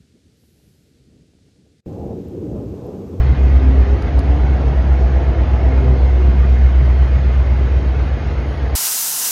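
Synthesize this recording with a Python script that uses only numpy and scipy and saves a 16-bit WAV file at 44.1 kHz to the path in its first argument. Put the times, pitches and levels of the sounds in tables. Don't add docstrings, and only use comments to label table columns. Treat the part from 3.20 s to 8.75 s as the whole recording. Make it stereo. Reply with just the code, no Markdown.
import sys
import numpy as np
from scipy import signal
from scipy.fft import rfft, irfft
from scipy.io import wavfile
from scipy.ndimage import uniform_filter1d

SR = 44100
rng = np.random.default_rng(int(sys.argv[2]) if len(sys.argv) > 2 else 0)


def digitize_waveform(pressure):
    field = np.atleast_2d(pressure).T
    bounded = np.clip(field, -1, 1)
    quanta = np.round(bounded * 32767).astype(np.int16)
    wavfile.write(sys.argv[1], SR, quanta)


N = 244887
TIME = np.arange(N) / SR
BINS = np.fft.rfftfreq(N, 1 / SR)


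def amp(db):
    return 10 ** (np.asarray(db) / 20)


def unit(x):
    return x / np.sqrt(np.mean(x ** 2) + 1e-20)


def curves(rows):
    s, *columns = np.transpose(rows)
    return [np.interp(TIME, s, column) for column in columns]


def colour(points):
    hz, db = np.transpose(points)
    return amp(np.interp(np.log(BINS + 1), np.log(hz), db))


def swell(peak_s, rise_s, fall_s):
    width_s = np.where(TIME < peak_s, rise_s, fall_s)
    return np.exp(-((TIME - peak_s) / width_s) ** 2)


def drift(rate_hz):
    spectrum = rfft(rng.standard_normal(N))
    return unit(irfft(spectrum / (1 + (BINS / rate_hz) ** 4), N))


def line(turns, scatter, rate_hz):
    echoes = 1 + scatter * (drift(rate_hz) + 1j * drift(rate_hz))
    tone = np.exp(2j * np.pi * (turns + rng.random()))
    return np.sqrt(2) * (echoes * tone).real / np.sqrt(1 + 2 * scatter ** 2)


def ring(start_s, pitch_hz, t60_s, rise_s):
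    age = np.maximum(TIME - start_s, 0)
    decay = np.exp(-np.log(1000) * age / t60_s)
    return decay * (1 - np.exp(-age / rise_s)) * np.sin(2 * np.pi * pitch_hz * age)


def diffuse(gain):
    # pitch_hz [Hz], side_minus_mid_db [dB]
    width_points = [(60, -18), (80, -35.5), (110, -10.5), (140, -27.5), (190, -16.5), (260, -20),
                    (350, -16.5), (470, -11.5), (630, -11.5), (840, -5.5), (1120, -0.5), (1510, 0),
                    (2020, -7.5), (2710, 1.5), (4500, -2.5), (10000, 4)]
    # pitch_hz [Hz], left_minus_right_db [dB]
    lean_points = [(60, 7.5), (92, 8.5), (140, 1), (210, 1.5), (330, 2), (500, 2), (760, 0), (1160, -0.5),
                   (1770, -1.5), (2710, 0.5)]
    mid, side = rfft(rng.standard_normal((2, N))) * gain
    side = side * colour(width_points)
    ears = np.array([mid + side, mid - side])
    ears *= colour(lean_points) ** np.array([[.5], [-.5]])
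    return irfft(ears, N) / np.std(irfft(mid, N))


def patchy(x, depth_db):
    z = signal.stft(x, nperseg=1024, noverlap=768)[2]
    field = rng.standard_normal(z.shape[1:])
    field = uniform_filter1d(field, size=2, axis=0)
    field = uniform_filter1d(field, size=12, axis=1)
    return signal.istft(z * amp(depth_db * unit(field)), nperseg=1024, noverlap=768)[1][:, :N]


def wash():
    # pitch_hz [Hz], level_db [dB per Hz]
    wash_colour = [(200, 0.5), (700, 5.5), (1100, 1.5), (1500, 0), (1830, -0.5), (2220, 0.5), (2300, -10),
                   (2480, -5.5), (3200, -9.5), (3400, -13), (4800, -29), (7000, -56.5)]
    hiss_colour = [(1500, -16.5), (3000, -1), (3900, 3), (4900, -0.5), (6250, -6), (6750, -5.5),
                   (7300, -62.5), (14000, -25)]
    wash_noise = amp(-35.5 + 0.7 * drift(24)) * diffuse(colour(wash_colour))
    hiss_noise = amp(-52) * diffuse(colour(hiss_colour))
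    return patchy(wash_noise + hiss_noise, depth_db=2.5)


def whistles():
    # pitch_hz [Hz], half_width_hz [Hz], level_db [dB]
    resonances = [(1221, 12, -56), (1527, 24, -56.5), (1690, 39, -56.5), (2240, 65, -60.5),
                  (2433, 18, -55.5), (2574, 25, -60.5), (3130, 61, -67), (6600, 220, -71),
                  (9910, 700, -73.5)]
    out = np.zeros((2, N))
    for hz, half_width_hz, db in resonances:
        peak = 1 / (1 + ((BINS - hz) / half_width_hz) ** 2)
        out += amp(db + 2 * drift(13)) * diffuse(peak)
    return out


def roar(firings):
    # pitch_hz [Hz], level_db [dB per Hz]
    roar_colour = [(100, -13.5), (200, -5.5), (280, 2.5), (400, 1), (500, 0), (580, -4), (680, -2.5),
                   (800, -8.5), (950, -14.5), (1500, -21.5), (4000, -71.5)]
    beam_colour = [(350, -31.5), (560, -3), (690, 2), (800, 2.5), (1000, -9.5), (2200, -17), (4000, -64)]
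    beam = swell(peak_s=2.58, rise_s=2.7, fall_s=.51)
    banks = unit(1 + .12 * np.cos(np.pi * firings))
    noise = amp(-32 + 3 * beam) * banks * diffuse(colour(roar_colour))
    noise += amp(-38.5) * beam * diffuse(colour(beam_colour))
    return patchy(noise, depth_db=1.0)


def rumble(firings):
    # time_s [s], level_db [dB]
    level_points = [(0, -34.5), (.3, -30), (1.1, -31), (1.9, -30.5), (3.8, -33), (4.6, -33.5),
                    (5.55, -39.5)]
    # pitch_hz [Hz], level_db [dB per Hz]
    rumble_colour = [(15, -20.5), (39, -13.5), (53, 0.5), (65, -3.5), (85, -3), (105, -1), (135, -3),
                     (165, 0), (230, -1), (330, -15), (700, -76)]
    level_db, = curves(level_points)
    puffs = unit(1 + .35 * np.cos(2 * np.pi * firings))
    return amp(level_db + 1.5 * drift(25)) * puffs * diffuse(colour(rumble_colour))


def engine_noise(firings):
    growth = amp(0.15 * (TIME - TIME.mean()))
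    return rumble(firings) + roar(firings) + growth * (wash() + whistles())


def ticks():
    # start_s [s], level_db [dB], brightness [dB per octave]
    tick_times = [(.8238, -27.5, -7), (.8268, -34, -7), (.9928, -23.5, -1)]
    # pitch_hz [Hz], level_db [dB], t60_s [s]
    tick_modes = [(4700, 0, .0028), (6300, -3, .0015), (9500, 0, .002)]
    click = np.zeros(N)
    for s, db, bright in tick_times:
        for hz, mode_db, t60 in tick_modes:
            tilt_db = bright * np.log2(hz / tick_modes[0][0])
            click += amp(db + mode_db + tilt_db) * ring(s, hz, t60, rise_s=.00005)
    scatter = rng.standard_normal((2, 1200)) * amp(-60 * TIME[:1200] / .04)
    scatter /= np.linalg.norm(scatter[0])
    tail = signal.oaconvolve(click[None], scatter, axes=1)[:, :N]
    return np.array([np.roll(click, 1), click]) + amp(-13) * tail


def knocks():
    # start_s [s], level_db [dB], pitch_hz [Hz], t60_s [s]
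    knock_times = [(2.675, -17, 140, .1), (2.802, -14, 200, .05), (3.085, -3.5, 165, .04),
                   (3.138, -12.5, 140, .12), (3.25, -17, 125, .09), (3.565, -18, 125, .07),
                   (3.825, -18, 140, .09), (3.958, -12.5, 125, .15)]
    # multiple of its pitch, level_db [dB]
    knock_modes = [(1, 0), (1.42, -3), (1.7, -11)]
    out = np.zeros(N)
    for s, db, hz, t60 in knock_times:
        for multiple, mode_db in knock_modes:
            out += amp(db + mode_db) * ring(s, hz * multiple, t60, rise_s=.005)
    return out


def drone(glide, blooms, smear):
    hz, = curves(glide)
    turns = np.cumsum(hz) / SR
    out = np.zeros((2, N))
    for k in sorted({round(row[2]) for row in blooms}):
        level = sum(amp(db) * swell(s, half_s, half_s)
                    for s, half_s, multiple, db in blooms if round(multiple) == k)
        mid = line(k * turns, scatter=smear * k, rate_hz=16)
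        side = amp(-25.0 + 3.0 * k) * line(k * turns, scatter=0.8, rate_hz=9.0)
        out += level * np.array([mid + side, mid - side])
    return out * amp([[.6], [-.6]])


def drones():
    # time_s [s], pitch_hz [Hz]
    rising_glide = [(0, 123), (.3, 128), (.55, 131), (1.05, 143), (1.35, 151), (1.7, 167), (2.2, 166),
                    (2.5, 171), (2.9, 164)]
    falling_glide = [(2.3, 132), (2.55, 130.6), (2.75, 128), (2.95, 121.3), (3.3, 120.8), (3.65, 122.3),
                     (4.6, 129), (5.55, 130)]
    # peak_s [s], half_length_s [s], multiple of the pitch, level_db [dB]
    rising_blooms = [(.1, 0.22, 1, -24.5), (0.437, 0.2, 2, -28), (.6, .45, 3, -34), (1.05, .28, 2, -31),
                     (1.1, 0.73, 5, -43.5), (1.25, 0.24, 3, -40.5), (1.3, 0.49, 1, -32.5),
                     (1.9, 0.53, 4, -39), (2.07, 0.2, 3, -35.5), (2.15, 0.24, 2, -35.5),
                     (2.4, 0.26, 5, -44.5), (2.7, 0.48, 3, -38.5)]
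    falling_blooms = [(2.5, 0.13, 5, -34), (2.59, 0.21, 3, -30.5), (2.62, 0.17, 2, -31),
                      (2.69, 0.096, 1, -21), (2.98, 0.1, 3, -28.5), (3.22, .09, 3, -36),
                      (3.4, 0.25, 1, -27.5), (3.67, .09, 1, -23), (3.68, 0.16, 3, -36), (4.0, 0.28, 1, -32),
                      (4.55, .25, 3, -38.5)]
    rising = drone(rising_glide, rising_blooms, smear=0.2)
    return rising + drone(falling_glide, falling_blooms, smear=0.15)


def hums():
    # pitch_hz [Hz], level_db [dB before the throb level]
    hum_rows = [(53.5, -37), (69.9, -31), (84.2, -30.5), (99.5, -40.5), (134.5, -35.5), (139.6, -36.5),
                (223, -43)]
    return sum(amp(db + 2 * drift(0.96)) * line(hz * TIME, scatter=0.091, rate_hz=3.0)
               for hz, db in hum_rows)


def throb(cycles):
    # multiple of the cycle rate,
    # level_db [dB before the throb level], favoured_s [s], half_length_s [s], lift_db [dB]
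    uneven_rows = [(6, -45.5, 0.8, 2.0, 6), (7, -28, 2.8, 0.4, 1.5), (9, -29.5, 1.3, 1.3, 1.5),
                   (10, -35, 0.61, 0.37, 2.5), (13, -35, 2.45, 0.46, 5.5), (15, -40, 4.2, .6, 8),
                   (16, -41, 3.1, 1.2, 6), (17, -44.5, 1.2, .6, 11), (18, -49.5, 2.2, 0.4, 10),
                   (21, -45, 2.6, .4, 6)]
    out = np.zeros(N)
    for k, db, s, half_s, lift_db in uneven_rows:
        level_db = db + lift_db * swell(s, half_s, half_s)
        out += amp(level_db) * line(round(k) * cycles, scatter=0.27, rate_hz=1.9)
    return out


def standing_wave():
    # time_s [s], depth_db [dB], half_width_s [s]
    nodes = [(0.86, -17.5, 0.19), (5.022, -8, 0.19), (5.32, -7.5, 0.13)]
    gain = np.ones(N)
    for s, db, half_s in nodes:
        away = (TIME - s) / half_s
        gain *= np.hypot(amp(db), away) / np.hypot(1, away)
    return gain


def boom(firings, cycles):
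    # time_s [s], level_db [dB]
    boom_points = [(0, -11), (.3, -9), (.65, -8), (1.2, -9.5), (1.5, -13), (1.85, -10.5), (2.1, -13.5),
                   (2.7, -11), (3.45, -9), (4.05, -11.5), (4.45, -12.5), (5.55, -15.5)]
    # time_s [s], share lost [0-1]
    dip_rows = [(.14, 0.68), (0.781, 0.3), (1.085, 0.27), (1.196, 0.44), (1.36, 0.5), (1.52, .4),
                (1.925, 0.5), (2.14, .5), (2.30, 0.34), (3.239, 0.14), (3.99, 0.37)]
    level_db, = curves(boom_points)
    lope = 1 + .2 * np.cos(2 * np.pi * cycles)
    dips = 1 - sum(share * swell(s, .027, .027) for s, share in dip_rows)
    tone = np.sqrt(2) * np.sin(2 * np.pi * firings)
    return amp(level_db) * standing_wave() * lope * dips * tone


def exhaust(firings):
    # time_s [s], level_db [dB]
    throb_points = [(0, 3), (.8, 2), (2.2, 2), (2.7, 0), (3.6, 0), (4.4, 1), (5.55, -0.5)]
    throb_db, = curves(throb_points)
    cycles = firings / 8
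    mono = boom(firings, cycles) + amp(throb_db) * (throb(cycles) + hums())
    return mono * amp([[.2], [-.2]])


def scene():
    # time_s [s], firing_rate_hz [Hz]
    firing_points = [(0, 65.8), (.45, 65.6), (.9, 64.4), (1.4, 64.9), (1.9, 64.9), (2.3, 64.55),
                     (5.55, 64.5)]
    firing_hz, = curves(firing_points)
    firings = np.cumsum(firing_hz) / SR
    return engine_noise(firings) + ticks() + knocks() + drones() + exhaust(firings)


def record(dry):
    edge_hz = 14500
    low_pass = signal.butter(12, edge_hz, fs=SR, output="sos")
    return signal.sosfiltfilt(low_pass, dry)


dry = scene()
out = record(dry)
digitize_waveform(out)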